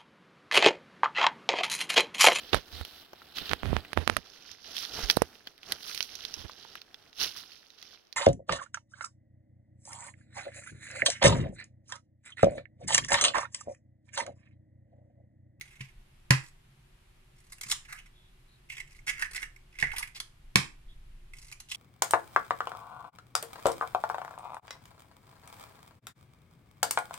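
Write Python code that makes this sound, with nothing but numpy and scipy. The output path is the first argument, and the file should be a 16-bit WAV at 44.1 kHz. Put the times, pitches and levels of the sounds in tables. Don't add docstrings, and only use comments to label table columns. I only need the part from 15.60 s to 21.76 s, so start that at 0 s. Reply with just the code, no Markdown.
import sys
import numpy as np
from scipy import signal
from scipy.fft import rfft, irfft
from scipy.io import wavfile

SR = 44100
rng = np.random.default_rng(int(sys.argv[2]) if len(sys.argv) > 2 else 0)


def transcribe(u):
    v = np.clip(np.atleast_2d(u).T, -1, 1)
    q = np.round(v * 32767).astype(np.int16)
    wavfile.write(sys.argv[1], SR, q)


N = 271656

# frequency in Hz, gain in dB.
SHELL_COLOUR = [(100, -16), (400, -17), (700, -20), (1100, -2), (2000, -13), (3200, -2.5), (4700, 0),
                (6200, -2.5), (7500, -3), (10000, -4.5), (12500, -13), (15000, -17.5)]


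def amp(db):
    return 10 ** (np.asarray(db) / 20)


def curve_at(points, hz):
    point_hz, value = np.transpose(points)
    return np.interp(np.log(hz + 1), np.log(point_hz), value)


def add(mix, start, sound):
    part = mix[max(round(start * SR), 0):][:len(sound)]
    part += sound[:len(part)]


def coloured(x, gain_db):
    log_gain = np.log(amp(np.r_[gain_db, gain_db[-2:0:-1]]))
    return irfft(rfft(x) * np.exp(np.conj(signal.hilbert(log_gain)))[:len(gain_db)])


def band_energy(x, lo_hz, hi_hz):
    hz = np.fft.rfftfreq(len(x), 1 / SR)
    return 2 * np.sum(abs(rfft(x)[(hz > lo_hz) & (hz < hi_hz)]) ** 2) / len(x) + 1e-20


def noise(colour):
    gain = amp(curve_at(colour, np.fft.rfftfreq(N, 1 / SR)))
    x = irfft(rfft(rng.standard_normal(N)) * gain, N)
    return x / x.std()


def room_air(level_db=-59):
    # frequency in Hz, relative noise level in dB.
    colour = [(12, -28.5), (20, 4), (81, -13.5), (138, -7), (172, -19), (248, -24), (285, -30),
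              (377, -20.5), (422, -34), (780, -32), (1260, -32.5), (2750, -32), (6010, -43), (11100, -42.5),
              (16000, -56)]
    side = signal.sosfilt(signal.butter(2, 350, "high", fs=SR, output="sos"), noise(colour))
    return amp(level_db) * (noise(colour) + np.array([side, -side]))


def fractures(length, unevenness_db, hardness, size=4096):
    progress = np.arange(size) / SR / max(length, .001)
    breaks = rng.standard_normal(size) * amp(unevenness_db * np.minimum(rng.standard_normal(size), 2.5))
    breaks *= progress ** .3 * np.exp(-progress ** 2)
    for _ in range(hardness):
        spectrum = rfft(breaks)
        breaks = irfft(spectrum / np.sqrt(abs(spectrum) + 1e-12)) * np.exp(-(progress / 2) ** 4)
    return breaks


def crunch(length, crackle_db, hollow_db, hollow_hz, colour_db, unevenness_db, hollow_q, hardness):
    breaks = fractures(length, unevenness_db, hardness)
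    hz = np.fft.rfftfreq(len(breaks), 1 / SR) + 1
    crackle = coloured(breaks, colour_db(hz))
    q = hollow_q * 2 ** ((hollow_db - crackle_db) / 22)
    detuning = q * (hz / hollow_hz - hollow_hz / hz)
    hollow = coloured(breaks, np.maximum(-20 * np.log10(1 + detuning ** 2), -70))
    crackle *= amp(crackle_db) / np.sqrt(band_energy(crackle, 3800, 15000))
    hollow *= amp(hollow_db) / np.sqrt(band_energy(hollow, 900, 3400))
    return (crackle + hollow) * np.sqrt(length * SR)


def handling(rows, colour, gain_db, unevenness_db, hollow_q, bright_db, flake_db=4.5):
    out = np.zeros(N)
    flake_hz = np.geomspace(600, 16000, 40)
    for start, length, crackle_db, hollow_db, hollow_hz, bright_hz in rows:
        flake = np.c_[flake_hz, flake_db * rng.uniform(-1, 1, len(flake_hz))]

        def colour_db(hz):
            peak_db = bright_db * np.exp(-(np.log2(hz / bright_hz) / 0.64) ** 2)
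            return curve_at(colour, hz) + curve_at(flake, hz) + peak_db
        add(out, start, crunch(length, crackle_db, hollow_db, hollow_hz, colour_db,
                               unevenness_db, hollow_q, hardness=0))
    return amp(gain_db) * out


def snapping(snaps, grips):
    grip_changes = [grip[0] for grip in grips[1:]]
    return [(*snap, *grips[np.searchsorted(grip_changes, snap[0])][-2:]) for snap in snaps]


def crumbling(grips, spread_db, overlap, ends_db, count, spread_octaves=.1):
    rows = []
    for start, length, crackle_db, hollow_db, hollow_hz, bright_hz in grips:
        for k, (when, crackle, hollow, pitch) in enumerate(rng.uniform(-1, 1, (count, 4))):
            progress = (k + .5 + when / 2) / count
            press_db = ends_db * (2 * progress - 1) ** 2
            rows.append((start + progress * length, overlap * length / count,
                         crackle_db + press_db + spread_db * crackle,
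                         hollow_db + press_db + spread_db * hollow,
                         hollow_hz * 2 ** (spread_octaves * pitch), bright_hz))
    return rows


def egg_carton():
    # frequency in Hz, gain in dB.
    colour = [(100, -8), (400, -5.5), (650, -9.5), (1100, -0.5), (2000, -3.5), (3400, -0.5), (5000, 0.5),
              (7000, -5), (10000, -2.5), (12500, -11.5), (15000, -19.5)]
    # start and length in seconds, crackle and hollow
    # in relative dB, hollow pitch and bright peak in Hz.
    grips = [(0.0, 0.29, -66, -59.5, 2180, 7600), (3.459, .12, -60.5, -44.5, 2105, 6300),
             (3.579, .08, -50.5, -40, 1955, 6500), (3.7, 0.16, -55, -52.5, 1986, 7200),
             (4.12, 0.11, -68, -57, 2230, 5750), (4.23, .08, -59.5, -40.5, 1930, 5800),
             (4.309, .15, -58, -52, 2130, 10400), (4.546, 0.036, -50, -51, 2510, 4450)]
    # start and length in seconds, crackle and hollow in relative dB.
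    snaps = [(0.011, .0015, -36.5, -34), (3.466, 0.0077, -44, -50), (3.472, .023, -39, -33),
             (3.491, .013, -35.5, -31), (3.595, .0033, -40, -39), (3.614, .0035, -39, -39),
             (3.622, .0044, -35, -21), (3.711, .006, -46.5, -66), (3.733, .0046, -43.5, -47),
             (3.7475, .005, -40, -36), (3.758, .01, -36.5, -38), (3.777, .003, -59, -31.5),
             (3.818, 0.0057, -45, -44.5), (3.828, .005, -42, -30.5), (3.962, .0024, -55.5, -49.5),
             (4.187, .0047, -44, -34.5), (4.199, .005, -39, -37.5), (4.211, 0.0045, -39.5, -40),
             (4.2385, .0024, -52, -24), (4.2455, 0.0024, -51, -34), (4.316, .005, -53, -33.5),
             (4.362, .01, -42, -36), (4.382, .004, -28.5, -46), (4.393, .0043, -32, -58),
             (4.426, 0.0066, -40, -32), (4.473, 0.0063, -51.5, -48), (4.556, .012, -47, -56),
             (4.601, 0.0023, -29.5, -41)]
    # as for a snap, then hollow pitch in Hz.
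    bumps = [(4.227, 0.0046, -39, -41, 677), (4.332, 0.0089, -49.5, -42.5, 1020),
             (4.404, .0045, -57, -42, 1090)]
    rows = snapping(snaps, grips) + crumbling(grips, spread_db=2, overlap=0.55, ends_db=-1.5, count=10)
    rows += [(*bump, 5500) for bump in bumps]
    return handling(rows, colour, gain_db=-0.5, unevenness_db=4.5, hollow_q=1.48, bright_db=5.5)


def mode(t, hz, t60):
    return np.exp(-np.log(1000) * t / t60) * np.sin(2 * np.pi * hz * t)


def bowl_knocks(rock_hz=131, rock_t60=0.225, push_s=0.0018):
    # start and crush length in seconds, crack and hollow in #
    # relative dB, hollow pitch in Hz, rocking, bottom and wall in relative dB, wall tilt in dB per octave.
    knocks = [(0.2064, 0.01, -52.5, -42, 2360, -36.5, -52, -55, 2.5),
              (0.706, 0.0038, -18, -18, 1940, -13, -46, -19, 0.5),
              (2.06, 0.011, -57, -74, 2000, -50.5, -55.5, -57.5, -2.5),
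              (4.2256, .0016, -38, -13.5, 2010, -38, -49.5, -40.5, -1),
              (4.957, 0.0024, -14, -15, 2198, -26, -21.5, -26.5, -1.5)]
    # frequency in Hz, gain in dB.
    colour = [(100, -12.5), (300, 8), (650, -8.5), (1100, 5.5), (2000, 1.5), (3900, -1), (4800, 5),
              (6300, -4.5), (7500, 0.5), (8200, -8.5), (9800, -3.5), (12000, -16), (15000, -24)]
    # frequency in Hz, relative level in dB, T60 in seconds.
    wall_modes = [(90.1, -11, 0.19), (115, -14, .15), (154, -2.5, 0.17), (224, -10.5, 0.13),
                  (291, -10, 0.12), (397, -22, 0.16), (568, -10, 0.11), (805, -23.5, 0.26),
                  (968.6, -19.5, 0.27), (1039, -5, 0.14), (1182, -15, .18), (1374, -26, 0.12),
                  (1595, -12, 0.12), (1680, -15, 0.18), (1934, -13, 0.24), (2080, -19, 0.11),
                  (2473, -14.5, 0.22), (2580, -11.5, 0.25), (2665, -15, 0.17), (3110, -14.5, 0.16)]
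    cracks, bowl = np.zeros((2, N))
    t = np.arange(SR // 2) / SR
    rock = mode(t, rock_hz, rock_t60) + amp(-15) * mode(t, rock_hz + 2.5, rock_t60)
    bottom = mode(t, hz=185.8, t60=.15)
    attack = 1 - np.exp(-t / push_s)
    for start, length, crack_db, hollow_db, hollow_hz, rock_db, bottom_db, wall_db, tilt_db in knocks:
        add(cracks, start, crunch(length, crack_db, hollow_db, hollow_hz, lambda hz: curve_at(colour, hz),
                                  unevenness_db=4, hollow_q=1.34, hardness=2))
        wall = sum((-1) ** k * amp(db + tilt_db * np.log2(hz / 1000)) * mode(t, hz, t60)
                   for k, (hz, db, t60) in enumerate(wall_modes))
        add(bowl, start, (amp(rock_db) * rock + amp(bottom_db) * bottom + amp(wall_db) * wall) * attack)
    return cracks, bowl


def arm_rumble():
    # middle and half-length in seconds, level in dB.
    sweeps = [(0.39, 0.054, -51.5), (0.723, .05, -57), (2.2, 0.32, -58.5), (3.55, 0.56, -55),
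              (4.316, .1, -45), (4.849, 0.095, -53), (5.473, 0.37, -49.5)]
    # frequency in Hz, relative noise level in dB.
    colour = [(10, -13), (27, -2), (42, -14.5), (60, -16), (100, -31), (300, -43.5), (1000, -91)]
    t = np.arange(N) / SR
    motion = sum(amp(db) * np.exp(-((t - middle) / half) ** 2) for middle, half, db in sweeps)
    return motion * noise(colour)


def eggshell():
    # start and length in seconds,
    # crackle and hollow in relative dB, hollow pitch and bright peak in Hz.
    grips = [(0.82, .07, -55, -68, 2290, 6900), (1.756, 0.23, -65, -73, 2200, 8400),
             (2.003, 0.16, -54, -53, 2200, 7260), (3.081, 0.13, -58, -50, 2390, 5850),
             (3.26, 0.14, -61.5, -61, 2240, 6350), (5.73, .2, -55.5, -59.5, 2370, 6920),
             (6.081, 0.086, -46, -51.5, 3050, 6540)]
    # start and length in seconds, crackle and hollow in relative dB.
    snaps = [(1.802, .004, -59.5, -68), (1.921, 0.0057, -41, -50), (1.93, 0.0019, -40, -48),
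             (1.982, .0035, -51.5, -51), (2.011, 0.0039, -33, -44), (2.033, 0.0043, -35, -38),
             (2.065, 0.0071, -46, -58), (2.085, .0065, -39.5, -58), (2.098, 0.0066, -31, -41.5),
             (2.111, 0.0039, -26, -44), (2.1155, 0.001, -13.5, -38), (2.123, 0.0012, -19.5, -31),
             (3.0995, 0.0044, -45.5, -34.5), (3.116, 0.015, -49, -41), (3.168, 0.0035, -45.5, -38),
             (3.18, 0.0048, -44.5, -37.5), (3.2, 0.0073, -43.5, -36), (3.389, 0.0045, -63, -51.5),
             (5.735, 0.0026, -49.5, -41), (5.785, 0.0028, -46, -54.5), (5.915, 0.0023, -41.5, -49),
             (5.924, 0.0046, -39.5, -38.5), (6.001, 0.0048, -39.5, -52), (6.1145, 0.0079, -35.5, -31.5),
             (6.147, 0.0016, -35, -31)]
    rows = snapping(snaps, grips) + crumbling(grips, spread_db=5, overlap=0.51, ends_db=-5, count=11)
    return handling(rows, SHELL_COLOUR, gain_db=-2.0, unevenness_db=3.5, hollow_q=1.9, bright_db=4.5)


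def wet_egg(bright_hz=6960):
    # start and length in seconds, crackle and hollow in relative dB, hollow pitch in Hz.
    slops = [(2.25, 0.0097, -60.5, -53, 2200), (2.281, 0.04, -59, -50, 1820),
             (2.325, .005, -41.5, -37.5, 1620), (2.338, 0.048, -61, -54, 1860),
             (2.385, .008, -56, -51, 2470), (2.457, 0.012, -64, -58.5, 2150)]
    rows = [(*slop, bright_hz) for slop in slops]
    return handling(rows, SHELL_COLOUR, gain_db=0.0, unevenness_db=8.0, hollow_q=1.25, bright_db=1.5)


def squeaks(half_width_hz=220):
    # start and length in seconds, pitch in Hz, relative level in dB.
    cues = [(2.376, 0.043, 2790, -52), (2.53, 0.23, 3534, -68.5), (2.879, 0.12, 3980, -68.5),
            (5.281, .07, 3470, -64)]
    out = np.zeros(N)
    lowpass = signal.butter(2, half_width_hz, fs=SR)
    for start, length, hz, db in cues:
        t = np.arange(int(length * SR)) / SR
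        fuzz = signal.lfilter(*lowpass, rng.standard_normal(len(t)) + 1j * rng.standard_normal(len(t)))
        whistle = (fuzz * np.exp(2j * np.pi * hz * t)).real
        add(out, start, amp(db) * whistle / whistle.std() * np.sin(np.pi * np.sqrt(t / length)))
    return out


def close_echoes(x, scatter_db, fade_s, count=24):
    echoes = np.zeros((2, 1024))
    for side in echoes:
        delay_s = (np.arange(count) + rng.random(count)) / count * .014 + .001
        side[(delay_s * SR).astype(int)] = rng.choice([-1, 1], count) * np.exp(-delay_s / fade_s)
    echoes *= amp(scatter_db) / np.linalg.norm(echoes, axis=1, keepdims=True)
    echoes = signal.sosfilt(signal.butter(1, 400, "high", fs=SR, output="sos"), echoes)
    return (x + signal.oaconvolve(x[None], echoes, axes=1)[:, :N]) / np.sqrt(1 + amp(scatter_db) ** 2)


def kitchen_tail(x, build_s=0.0033):
    # frequency in Hz, T60 in seconds.
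    decay_times = [(120, 0.36), (500, .28), (2000, 0.28), (4000, 0.23), (8000, 0.27), (15000, 0.16)]
    hz, t, bands = signal.stft(rng.standard_normal((2, SR // 2)), SR, nperseg=256)
    decay = np.exp(-np.log(1000) * t / curve_at(decay_times, hz)[:, None])
    tail = signal.istft(bands * decay, SR, nperseg=256)[1]
    tail *= 1 - np.exp(-(np.arange(tail.shape[1]) / SR / build_s) ** 2)
    tail = signal.sosfilt(signal.butter(1, 200, "high", fs=SR, output="sos"), tail)
    return signal.fftconvolve(x[None], tail / np.linalg.norm(tail[0]), axes=1)[:, :N]


def microphone_ports(x):
    # frequency in Hz, lead of left over right in radians.
    left_lead = [(100, .05), (180, .2), (300, 1.3), (600, 1.9), (2000, 1.93), (4000, 1.78), (15000, 1.6)]
    phase = curve_at(left_lead, np.fft.rfftfreq(N, 1 / SR)) / 2
    return irfft(rfft(x) * np.exp(1j * np.array([phase, -phase])), N)


def to_the_right(x):
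    # frequency in Hz, left minus right in dB.
    balance = [(150, 1), (300, -3.5), (1000, -3), (2000, -6), (4000, -0.5), (8000, -2.5), (12000, -4)]
    left_db = curve_at(balance, np.fft.rfftfreq(N, 1 / SR)) / 2
    return irfft(rfft(x) * amp([left_db, -left_db]), N)


def scene():
    cracks, bowl = bowl_knocks()
    shells = eggshell() + wet_egg() + egg_carton() + squeaks()
    close = bowl + close_echoes(shells, scatter_db=-1.5, fade_s=0.0073)
    close += close_echoes(cracks, scatter_db=-3.5, fade_s=0.0023)
    room = kitchen_tail(amp(-10.0) * shells + amp(-7.0) * cracks + amp(-22.0) * bowl)
    return to_the_right(microphone_ports(close) + room) + room_air() + arm_rumble()


def record(dry):
    ceiling, cutoff_hz = .85, 15600
    rounded = dry / (1 + (dry / ceiling) ** 4) ** .25
    lowpass = signal.firwin(511, cutoff_hz, window=("kaiser", 8), fs=SR)
    return signal.oaconvolve(rounded, lowpass[None], "same")


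dry = scene()
out = record(dry)
transcribe(out)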